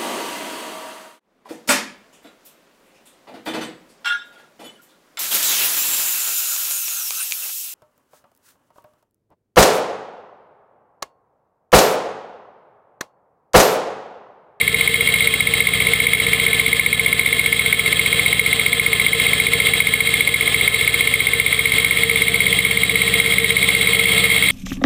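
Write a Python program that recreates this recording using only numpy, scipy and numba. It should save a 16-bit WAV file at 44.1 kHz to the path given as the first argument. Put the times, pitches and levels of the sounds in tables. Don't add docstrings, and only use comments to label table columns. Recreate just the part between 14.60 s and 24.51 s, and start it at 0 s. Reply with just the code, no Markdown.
import sys
import numpy as np
from scipy import signal
from scipy.fft import rfft, irfft, next_fast_len
from scipy.io import wavfile
from scipy.ndimage import uniform_filter1d
from numba import njit

SR = 44100
rng = np.random.default_rng(int(sys.argv[2]) if len(sys.argv) > 2 else 0)


def wav_out(sig):
    wavfile.write(sys.argv[1], SR, np.round(np.clip(np.atleast_2d(sig).T, -1, 1) * 32767).astype(np.int16))


def rack_gain(trim_db):
    fader = np.asarray(trim_db, float)
    return 10 ** (fader / 20)


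N = 437031
TIME = np.arange(N) / SR


def level(x, db):
    return x * rack_gain(db) / np.sqrt(np.mean(x ** 2))


def ring(x, modes, dead=(), unrelated=False):
    size = next_fast_len(N + SR)
    f = np.fft.rfftfreq(size, 1 / SR) + 1e-6

    def bell(hz, width):
        return 1 / (1 + 1j * (f / hz - hz / f) * hz / width)

    parts = [np.prod(sign) * rack_gain(db) * bell(hz, width) ** 2 for hz, width, db, *sign in modes]
    if unrelated:
        gain = np.sqrt(sum(np.abs(part) ** 2 for part in parts))
    else:
        gain = sum(parts)
    for hz, width, depth in dead:
        gain = gain * (1 - depth * bell(hz, width))
    return irfft(rfft(x, size) * gain, size)[:N]


def walk(rate):
    k = int(SR / rate)
    steps = np.repeat(rng.standard_normal(N // k + 1), k)
    return 1.24 * uniform_filter1d(uniform_filter1d(steps, k), k)[:N]


def bumps(events, half_s):
    return sum(db * np.exp(-.5 * ((TIME - at) / half_s) ** 2) for at, db in events)


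def blows(turns, place, db, scatter_db, wander):
    cycle = np.arange(-1, turns[-1] + 1)
    chance = np.clip(rng.standard_normal((len(cycle), 2)), -1.6, 1.6)
    at = np.searchsorted(turns, cycle + place + wander * chance[:, 0])
    keep = (at > 0) & (at < N)
    out = np.zeros(N)
    out[at[keep]] = rack_gain(db + scatter_db * chance[keep, 1])
    return out


# (time [s], speed [cycles/s])
SPEED = [
    (0, 15.186),
    (.8, 15.079),
    (1.98, 15.133),
    (2.12, 15.063),
    (5.79, 14.829),
    (7.09, 15.669),
    (7.55, 16.217),
    (8.56, 16.406),
    (9.91, 16.255),
]


def engine_turns():
    start_turns = -.2139
    return start_turns + np.cumsum(np.interp(TIME, *np.transpose(SPEED))) / SR


SPEED_RANGE = 15.05, 16.35


def fastness(turns):
    return np.interp(np.gradient(turns) * SR, SPEED_RANGE, (0, 1))


# (time [s], cutting effort level [dB], linkage slack level [dB])
GRASS = [(0, -24, 4), (.25, -22.5, 2), (.55, -20, 9), (.85, -21.5, -4), (1.15, -23, 7), (1.55, -22.5, 5),
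         (2.05, -23, 4.5), (2.45, -24, 1), (2.8, -22, 7), (3.3, -21.5, 1), (4.1, -22, 3.5), (4.7, -21, 0),
         (5.4, -22, 5), (6.2, -21.5, 3.5), (7.6, -23, -1), (8.4, -22.5, -6.5), (9.5, -19, 4),
         (9.91, -19, 4.5)]


def grass():
    even_grass_db = -21.5
    s, effort_db, slack_db = np.transpose(GRASS)
    return np.interp(TIME, s, effort_db - even_grass_db), np.interp(TIME, s, slack_db)


# (time [s], level [dB])
CLUMPS = [(.2, 1.5), (.4, 0.5), (.57, 0), (1.0, 2.5), (1.16, 3), (1.35, 1.5), (1.68, 3), (2.0, 0.5),
          (2.33, 1), (3.75, 1), (3.92, 2), (4.42, 1), (4.82, 0.5), (5.07, 2), (5.56, 1), (6.1, -0.5),
          (7.95, 3.5), (8.7, 0.5), (9.47, -0.5), (9.6, 1.5)]


def clump_jolts():
    return bumps(CLUMPS, half_s=.046)


# (place [0-1], length [0-1], level [dB])
GUSTS = [
    (0, .05, 2.),
    (.28, .05, 2.5),
    (.75, .1, 1.2),
]
# (pitch [Hz], width [Hz], level [dB])
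RUMBLE = [(140, 220, -29), (265, 90, -28)]
# (pitch [Hz], width [Hz], level [dB])
SHELL = [(317, 175, -26.5), (563, 90, -24.5), (695, 51, -22), (788, 113, -28), (1053, 320, -26.5),
         (1067, 25, -24), (1232, 37, -23.5), (1316, 110, -23), (1539, 12, -18.5), (1730, 38, -53),
         (1820, 320, -21.5), (2112, 142, -8), (2464, 310, -18.5), (2630, 26, -20.5), (2767, 160, -16.5),
         (3020, 170, -19.5), (3255, 273, -10.5), (3520, 59, -11.5), (3851, 183, -11.5), (4034, 125, -19.5),
         (4400, 213, -20.5), (4802, 255, -27.5), (5296, 190, -29), (5730, 360, -40)]
# (pitch [Hz], width [Hz], depth [0-1])
DEAD = [(930, 120, .7), (1490, 50, .65), (2910, 90, .75), (4640, 150, .6), (5055, 200, .88)]


def drums(turns):
    gust_db = 0
    for place, length, db in GUSTS:
        away = (turns - place + .5) % 1 - .5
        gust_db = gust_db + db * np.exp(-.5 * (away / length) ** 2)
    shake = rack_gain(gust_db + .43 * walk(12) + 1.56 * walk(70)) * rng.standard_normal(N)
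    stems = (rng.random(N) < 250 / SR) * rng.uniform(-1.18, 1, N)
    return level(ring(shake + 10.3 * stems, RUMBLE + SHELL, DEAD, unrelated=True), 0)


# (pitch [Hz], width [Hz], level [dB])
COVER = [
    (454.1, 39, 5),
    (423.7, 58, -3.5),
]


def hum(turns):
    shaft_beats = 28
    air = rack_gain(walk(3.42)) * rng.standard_normal(N)
    nudge = blows(turns, .2278, 29, scatter_db=.5, wander=.017)
    wavering = rack_gain(-27) * np.sin(2 * np.pi * COVER[0][0] * TIME + 4.5 * walk(14))
    locked = rack_gain(-25) * fastness(turns) ** 2 * np.sin(2 * np.pi * shaft_beats * turns + .4 * walk(5))
    return level(ring(air + nudge + wavering + locked, COVER), 0)


# (beats [per cycle], level [dB], phase [0-1])
ENGINE_TONES = [(4, -49, .33), (5, -56, .93), (13, -54, .66), (16, -46.5, .3), (17.1, -49, 0), (21, -57, 0)]
# (teeth met [per cycle], level [dB], phase waver [rad])
GEARS = [
    (116, -37.5, 1.3),
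    (71, -50, .6),
    (100, -52, .8),
]


def gears(turns):
    out = 0
    for beats, db, phase in ENGINE_TONES:
        out = out + np.sqrt(2) * rack_gain(db) * np.sin(2 * np.pi * (beats * turns + phase))
    for teeth, db, waver in GEARS:
        throb = rack_gain(2.5 * walk(12) + 4.5 * np.cos(2 * np.pi * (turns - .6)))
        whine = np.sin(2 * np.pi * teeth * turns + waver * walk(35))
        out = out + level(throb * whine, db)
    return out


# (place [0-1], level [dB], clean share [0-1])
FOLLOWERS = [(.205, -13, .6), (.26, -11.5, .7), (.55, -16, .6), (.8, -19, .6), (.68, -22, .4),
             (.4, -21, .4)]
# (pitch [Hz], width [Hz], level [dB], polarity [+-1])
KNOCKED = [(2158, 135, 0, 1), (2288, 126, -12.3, -1), (2081, 72, -17.8, -1), (2392, 110, -16.4, -1),
           (1909, 84, -21.7, -1)]
# (pitch [Hz], width [Hz], level [dB])
KNOCKED_WEAKLY = [(1061, 76, -26.5), (1357, 99, -30), (1760, 50, -21.5), (2793, 270, -24.5),
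                  (3784, 200, -20)]


def knock(turns, follower_db):
    lead = .043
    main = blows(turns, -lead, 0, scatter_db=.8, wander=.001)
    rattle = np.exp(-np.arange(SR // 50) / SR / .0022)
    rattle /= np.sqrt(np.sum(rattle ** 2))
    loose = 0
    for place, db, clean in FOLLOWERS:
        hits = blows(turns, place - lead, db, scatter_db=2.2, wander=.002)
        rattled = signal.fftconvolve(hits, rattle)[:N] * rng.standard_normal(N)
        loose = loose + clean * hits + (1 - clean) * rattled
    return level(ring(main + 1.01 * rack_gain(follower_db) * loose, KNOCKED + KNOCKED_WEAKLY), 0)


# (time [s], level [dB])
ODD_KNOCKS = [(.278, 2.1), (.476, 1.6), (.675, 3.1), (1.138, -1.6), (1.536, 2.1), (1.665, -1.6),
              (1.734, 2.6), (2.596, 2.6), (2.662, 2.1), (3.13, 5.1), (3.797, 3.1), (3.93, 2.1),
              (4.131, 1.6), (4.466, 2.1), (5.205, 1.6), (5.34, 2.6), (5.609, 2.6), (6.079, 2.1),
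              (6.278, 1.6), (6.541, 2.6), (6.8, 1.6), (7.434, 2.6), (8.051, 2.1), (8.602, 2.6),
              (9.458, -2.1), (9.519, -2.1)]


def odd_knocks():
    return bumps(ODD_KNOCKS, half_s=.02)


# (place [0-1], level at low speed [dB], level at high speed [dB])
PUFFS = [
    (.157, 3, 2.7),
    (.196, 0, -.4),
    (.431, -5.7, -1.5),
    (.698, -3.3, .2),
]
# (pitch [Hz], width [Hz], level [dB], polarity [+-1])
PIPE = [(76.5, 46, -8.8, -1), (105, 38, -5.9, -1), (155.5, 51, -4.4, 1), (194.5, 30, 0, -1),
        (242, 44, -17.5, -1)]


def exhaust(turns):
    fast = fastness(turns)
    puffs = 0
    for place, slow_db, fast_db in PUFFS:
        size = rack_gain(slow_db + fast * (fast_db - slow_db))
        puffs = puffs + size * blows(turns, place, 0, scatter_db=.7, wander=.0015)
    return level(ring(puffs, PIPE, dead=[(44, 22, .7)]), 0)


def open_throttle(pipe, turns):
    split_hz, wide_open = 145, .6
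    gain = uniform_filter1d(np.gradient(np.gradient(turns) * SR) * SR, SR // 2)
    throttle = np.clip(gain / wide_open, 0, 1) * (1 - fastness(turns) ** 2)
    low = signal.sosfiltfilt(signal.butter(4, split_hz, fs=SR, output="sos"), pipe)
    return rack_gain(throttle) * low + rack_gain(-6 * throttle) * (pipe - low)


def scene():
    turns = engine_turns()
    fast = fastness(turns)
    effort_db, slack_db = grass()
    jolt_db = clump_jolts()
    hiss_db = -19.5 + effort_db + jolt_db
    hum_db = -31 - .5 * fast + .42 * effort_db
    knock_db = -16.5 - 1.3 * fast + odd_knocks()
    follower_db = -2 + 8.5 * fast - .5 * (effort_db + jolt_db) + slack_db
    pipe_db = -30 - 1.7 * fast + .47 * effort_db + jolt_db
    mower = rack_gain(hiss_db) * drums(turns) + rack_gain(hum_db) * hum(turns)
    pipe = open_throttle(exhaust(turns), turns)
    engine = gears(turns) + rack_gain(knock_db) * knock(turns, follower_db) + rack_gain(pipe_db) * pipe
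    return (mower + engine)[None]


@njit
def follow(size, grab, creep, start):
    out, e = np.empty(len(size)), start
    for i in range(len(size)):
        e += (size[i] - e) * (grab if size[i] > e else creep)
        out[i] = e
    return out


def gain_control(dry):
    grab_s, creep_s, held_level = .002, .22, .46
    limit, knee = .75, 6
    peak = follow(np.abs(dry[0]), 1 / (grab_s * SR), 1 / (creep_s * SR), held_level)
    even = dry * held_level / peak
    return even / (1 + (even / limit) ** knee) ** (1 / knee)


def slow_converter(sound):
    slow = signal.resample_poly(sound, 40, 147, axis=1)
    held = np.repeat(slow, 4, axis=1)
    return signal.resample_poly(held, 147, 160, axis=1)[:, :N]


def band_limit(x):
    return signal.sosfilt(signal.butter(12, 16440, fs=SR, output="sos"), x)


def record(dry):
    held = slow_converter(gain_control(dry))
    top_cut = signal.ellip(10, .3, 58, 15290, fs=SR, output="sos")
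    return band_limit(signal.sosfilt(top_cut, held))


dry = scene()
out = record(dry)
wav_out(out)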